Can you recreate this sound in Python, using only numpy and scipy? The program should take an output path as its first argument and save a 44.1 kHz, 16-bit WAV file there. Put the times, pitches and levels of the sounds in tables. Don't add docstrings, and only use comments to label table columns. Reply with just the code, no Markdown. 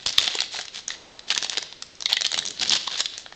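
import sys
import numpy as np
from scipy import signal
from scipy.fft import rfft, irfft
from scipy.io import wavfile
from scipy.ndimage import uniform_filter1d

SR = 44100
rng = np.random.default_rng(int(sys.argv[2]) if len(sys.argv) > 2 else 0)


def bounce(signal):
    frames = np.transpose(np.atleast_2d(signal))
    limited = np.clip(frames, -1, 1)
    pcm = np.round(limited * 32767).astype(np.int16)
    wavfile.write(sys.argv[1], SR, pcm)


N = 147735
TIME = np.arange(N) / SR
HZ = np.fft.rfftfreq(2048, 1 / SR) + 1

LEAD = 260
FLUTTER_S, FLUTTER_DB = 0.0018, 10.5
SNAP_S = 0.0043
RUB_ATTACK_S, RUB_RELEASE_S = 0.02, 0.012


def amp(db):
    return 10 ** (np.asarray(db) / 20)


def unit(x):
    return x / np.sqrt(np.sum(x ** 2) + 1e-20)


def read(points, hz):
    f, value = np.transpose(points)
    return np.interp(np.log(hz + 1), np.log(f), value)


def add(mix, s, sound):
    part = mix[max(round(s * SR), 0):][:len(sound)]
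    part += sound[:len(part)]


def noise(hz, db, level=1):
    gain = amp(np.interp(np.fft.rfftfreq(N, 1 / SR), hz, db))
    gain = unit(gain) * np.sqrt(len(gain))
    return irfft(rfft(level * rng.standard_normal(N)) * gain, N)


def gesture(start, length, attack, release):
    rise = np.clip((TIME - start) / attack, 0, 1)
    return rise * np.exp(-np.maximum(TIME - start - length, 0) / release)


def colour(body_db, treble_db, body_hz=750, treble_hz=5300):
    # frequency_hz [Hz], level_db [relative dB]
    foil = [(60, -35), (150, -21), (300, -19), (750, -11), (1100, -13), (1900, -7), (2500, -9), (3300, -1),
            (4200, -1.5), (5300, -5.5), (7000, -8), (8000, -19), (8700, -33), (9700, -70.5)]
    body = body_db * np.exp(-.5 * np.log2(HZ / body_hz) ** 2)
    treble = treble_db / (1 + (treble_hz / HZ) ** 10)
    return read(foil, HZ) + body + treble


def facet(ring_hz, body_db, treble_db, drive):
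    peak_db, width_octaves = 7, 0.21
    resonance = peak_db * np.exp(-.5 * (np.log2(HZ / ring_hz) / width_octaves) ** 2)
    db = colour(body_db, treble_db) + resonance
    log_gain = np.log(amp(np.r_[db, db[-2:0:-1]]))
    click = np.fft.ifft(np.exp(np.conj(signal.hilbert(log_gain)))).real
    return unit(signal.fftconvolve(drive, click[:len(HZ)]))


def flip(size=700):
    strain_s, strain_db = 0.003, -9.5
    t = (np.arange(size) - LEAD) / SR
    grit = rng.standard_normal(size)
    flutter = amp(FLUTTER_DB) * unit(grit * (t >= 0) * np.exp(-abs(t) / FLUTTER_S))
    strain = amp(strain_db) * unit(grit * (t < 0) * np.exp(-abs(t) / strain_s))
    kick = t == 0
    return (flutter + strain + kick) * rng.choice([-1, 1])


def background():
    # frequency_hz [Hz], density_db [relative dB per Hz]
    floor_shape = [(25, -4), (400, -3.5), (1000, -10.5), (2000, -8.5), (4000, -7), (7000, -15), (8300, -24),
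                   (9500, -74)]
    return amp(-51.5) * noise(HZ, read(floor_shape, HZ))


def slides():
    # start_s [s], length_s [s], level_db [dB before trim], treble_db [dB]
    slide_list = [(-.02, 0.06, -42.5, -5), (0.113, 0.23, -38.5, -5), (0.301, .17, -42.5, -2),
                  (0.506, .11, -35, 1.5), (0.728, 0.067, -36.5, 1), (0.872, 0.074, -37, -8),
                  (1.268, 0.051, -37.5, -3), (2.534, 0.086, -41.5, -6), (2.783, 0.067, -35, -1),
                  (2.915, 0.091, -32.5, -7.5), (3.097, 0.067, -41, -7.5), (3.175, 0.037, -42, 7)]
    body_db, rough_db, trim_db = -1.5, 4.5, -0.5
    wander = np.sqrt(N) * unit(uniform_filter1d(rng.standard_normal(N), size=70))
    grip = np.sqrt(N) * unit(amp(rough_db * wander))
    out = np.zeros(N)
    for start, length, db, treble in slide_list:
        stroke = gesture(start, length, RUB_ATTACK_S, RUB_RELEASE_S)
        out += noise(HZ, colour(body_db, treble), amp(db + trim_db) * grip * stroke)
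    return out


def crackle(count=14):
    # [typical facet resonance, Hz]
    pulls = [(0.059, 0.044, -28.5, 4400), (.177, 0.106, -27, 3700), (0.299, 0.15, -35, 2700),
             (0.529, 0.068, -35, 2600), (1.302, 0.018, -20.5, 2450), (1.426, 0.034, -31, 2970),
             (1.507, 0.049, -33.5, 1960), (2.089, 0.053, -28, 2600), (2.244, 0.018, -27, 2900),
             (2.332, 0.074, -34.5, 3370), (2.609, 0.022, -22.5, 4500), (2.649, 0.058, -32, 5200),
             (2.705, 0.067, -22, 4600), (2.862, 0.15, -33, 3440), (2.985, 0.025, -25.5, 4800)]
    attack_s, release_s = 0.0008, .004
    crackles_per_s, reference_db = 420, -31.5
    spread_db, tilt_db = 7.5, 2
    middle_hz, body_db_per_octave = 3820, 3
    out = np.zeros(N)
    for start, length, db, hz in pulls:
        effort = gesture(start, length, attack_s, release_s)[round(start * SR):][:SR // 4]
        body = body_db_per_octave * np.log2(middle_hz / hz)
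        rate = crackles_per_s * amp(db - reference_db)
        swarm = 0
        for _ in range(count):
            chance = rng.random(len(effort))
            size = np.minimum(rng.exponential(1, len(effort)), 2)
            kicks = effort * (chance < rate / count / SR) * amp(spread_db * size)
            ring, low, high = rng.standard_normal(3)
            ring_hz = hz * 2 ** (.5 * ring)
            tiny_snap = facet(ring_hz, body + tilt_db * low, tilt_db * high - 3, flip())
            swarm = swarm + signal.fftconvolve(kicks, tiny_snap)
        add(out, start - LEAD / SR, amp(db) * np.linalg.norm(effort) * unit(swarm))
    return out


def snaps():
    # time_s [s], level_db [dB before trim], ring_hz [Hz], body_db [dB], treble_db [dB]
    creases = [(0.062, -17.5, 3600, 8.5, 6), (0.0709, -21, 5100, -3.5, 4), (0.0927, -21.5, 4700, -4, 9),
               (0.1263, -27, 4670, -6, 11.5), (0.2774, -15, 3160, 2, -7), (0.3527, -22.5, 2920, 11, 11),
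               (0.3884, -20.5, 2880, -3, -11), (0.405, -15, 4700, -4, 1.5), (0.4191, -20.5, 3500, 8, 5),
               (0.5897, -25.5, 1950, 6, 1), (0.6122, -29, 5040.0, 2.5, 1), (0.654, -33.5, 4600, 8, 9),
               (0.682, -31.5, 3370, -3.5, -7), (0.8807, -21, 6200, 9, 13.5), (1.1931, -32.5, 3800, 2, 1.5),
               (1.3051, -20, 4300, -13, -9.5), (1.325, -23.5, 3470, -7, 0), (1.3494, -21.0, 3270, -6, 5),
               (1.3775, -15, 2580, 1, 1.5), (1.4259, -21, 5860, 6.5, 2), (1.4459, -22, 4830, 17, 9.5),
               (1.4968, -19.5, 3630, -3, 9), (1.5724, -18, 3300, -9, -6), (1.5812, -18.5, 4750, 3.5, 2),
               (1.6267, -26, 6060, 8, -1), (1.726, -32, 4610.0, 8, -3.5), (1.8237, -26, 5460, -3, 1),
               (1.953, -44, 5000, -8, 9), (2.006, -29, 5730, 4, 3.5), (2.0236, -24.5, 5770.0, 2.5, -3),
               (2.0581, -13.5, 3500, -17, -6), (2.1292, -10, 3720, -18, -6), (2.1683, -18, 2800, -5, 0.5),
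               (2.209, -20.5, 5380.0, -2, 3), (2.2193, -18, 4200, 3.5, 5), (2.25, -17, 3100, -10, -7.5),
               (2.2649, -17, 4800, 1, 5), (2.317, -22, 3700, 3.5, 5), (2.3296, -22.5, 4100, 7, 3),
               (2.343, -17.5, 3160, 1, -1), (2.377, -20.5, 3600, 12, 2), (2.3893, -16, 3940, 2, 7),
               (2.453, -25.5, 6730, 3, 9.5), (2.4625, -24.5, 6030, -2, 2), (2.4751, -25, 4650.0, -8, 5),
               (2.4846, -26.5, 5560.0, -1.5, 4.5), (2.5071, -28, 7660, 4, 10.5),
               (2.5972, -22.5, 4290, -4, -2), (2.6329, -20.5, 760, 7, 2), (2.6793, -24.5, 4450, -18, 1),
               (2.6956, -13.5, 5220, -4, 7.5), (2.7102, -18.5, 3790.0, -16, -15),
               (2.7206, -15.5, 3120, -14, 0), (2.7332, -15, 3340, -10, -22.5),
               (3.0055, -16.5, 7100, 1.5, -4.5), (3.0572, -19, 3930, -15, -6), (3.179, -27, 5840, 2, 4.5),
               (3.2623, -32.5, 1450, 7.5, -31), (3.3242, -35, 1810.0, 15, -9)]
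    trim_db = -0.5
    out = np.zeros(N)
    for s, db, hz, body, treble in creases:
        level = amp(db + trim_db) * np.sqrt(SNAP_S * SR)
        add(out, s - LEAD / SR, level * facet(hz, body, treble, flip()))
    return out


def pops():
    # time_s [s], level_db [dB], ring_hz [Hz]
    buckles = [(.067, -38, 85), (0.183, -34, 79), (.183, -25.5, 1170), (.277, -29.5, 735),
               (.352, -30.5, 430), (.546, -35, 837), (0.596, -38.5, 710), (0.9039, -28.5, 1876),
               (1.362, -28.5, 1720), (1.3712, -35, 974), (1.578, -33, 472), (2.0596, -26, 2170),
               (2.121, -31.5, 840), (2.17, -23, 1960), (2.425, -35, 1810), (2.62, -34, 776),
               (2.72, -40.5, 233), (2.877, -27.5, 1070)]
    ring_s = .0014
    click_db = 1
    t = TIME[:len(HZ)]
    out = np.zeros(N)
    for s, db, hz in buckles:
        level = amp(db) * np.sqrt(SNAP_S * SR)
        knock = np.sin(2 * np.pi * hz * t) * t / ring_s * np.exp(-t / ring_s)
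        add(out, s, level * unit(knock))
        add(out, s - LEAD / SR, level * amp(click_db) * facet(hz, 0, -5.5, flip()))
    return out


def seam():
    # time_s [s], level_db [dB], ring_hz [Hz], body_db [dB], treble_db [dB], length_s [s]
    s, db, hz, body, treble, length = (.1823, -6, 3400, -7, -4, .0036)
    burst = gesture(0, length, 1 / SR, FLUTTER_S / 2)[:len(HZ)]
    rip = rng.standard_normal(len(HZ)) * burst
    out = np.zeros(N)
    add(out, s, amp(db) * np.sqrt(length * SR) * facet(hz, body, treble, rip))
    return out


def fingers():
    # [broad hump of the pack, Hz]
    grips = [(0.944, 0.73, -55.5, 800), (2.315, 0.21, -49.5, 399), (2.585, .17, -45.5, 342)]
    out = np.zeros(N)
    for start, length, db, hz in grips:
        hump_db = 20 * np.log10(HZ / hz / (1 + (HZ / hz) ** 4))
        stroke = gesture(start, length, RUB_ATTACK_S, RUB_RELEASE_S)
        out += noise(HZ, hump_db, amp(db) * stroke)
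    return out


def room(x):
    # frequency_hz [Hz], t60_s [s to fall 60 dB]
    decay = [(200, 0.77), (1000, 0.45), (3500, 0.78), (8000, 0.41)]
    # delay_s [s], level_db [dB]
    echoes = [(.0093, -16), (0.0417, -21)]
    tail_db, bass_db, treble_db = -13.5, -3.5, -3
    hz, t, z = signal.stft(rng.standard_normal(SR), SR, nperseg=256)
    hz = hz[:, None]
    fall_db = -60 * t / read(decay, hz)
    tint_db = bass_db / (1 + (hz / 2500) ** 4) + treble_db / (1 + (6000 / (hz + 1)) ** 4)
    tail = signal.istft(z * amp(fall_db + tint_db), SR, nperseg=256)[1][:SR]
    build_up = np.clip(TIME[:SR] / 0.0037, 0, 1)
    response = amp(tail_db) * unit(tail * build_up)
    for delay, db in echoes:
        add(response, delay, amp([db]))
    return signal.fftconvolve(x, response)[:N]


def scene():
    pack = slides() + crackle() + snaps() + pops() + seam() + fingers()
    return (pack + room(pack) + background())[None]


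def record(dry):
    ceiling, edge_hz = 0.78, 16600
    held = dry / (1 + (dry / ceiling) ** 16) ** (1 / 16)
    lowpass = signal.firwin(511, edge_hz, window=("kaiser", 9), fs=SR)
    return signal.oaconvolve(held, lowpass[None], "same")


dry = scene()
out = record(dry)
bounce(out)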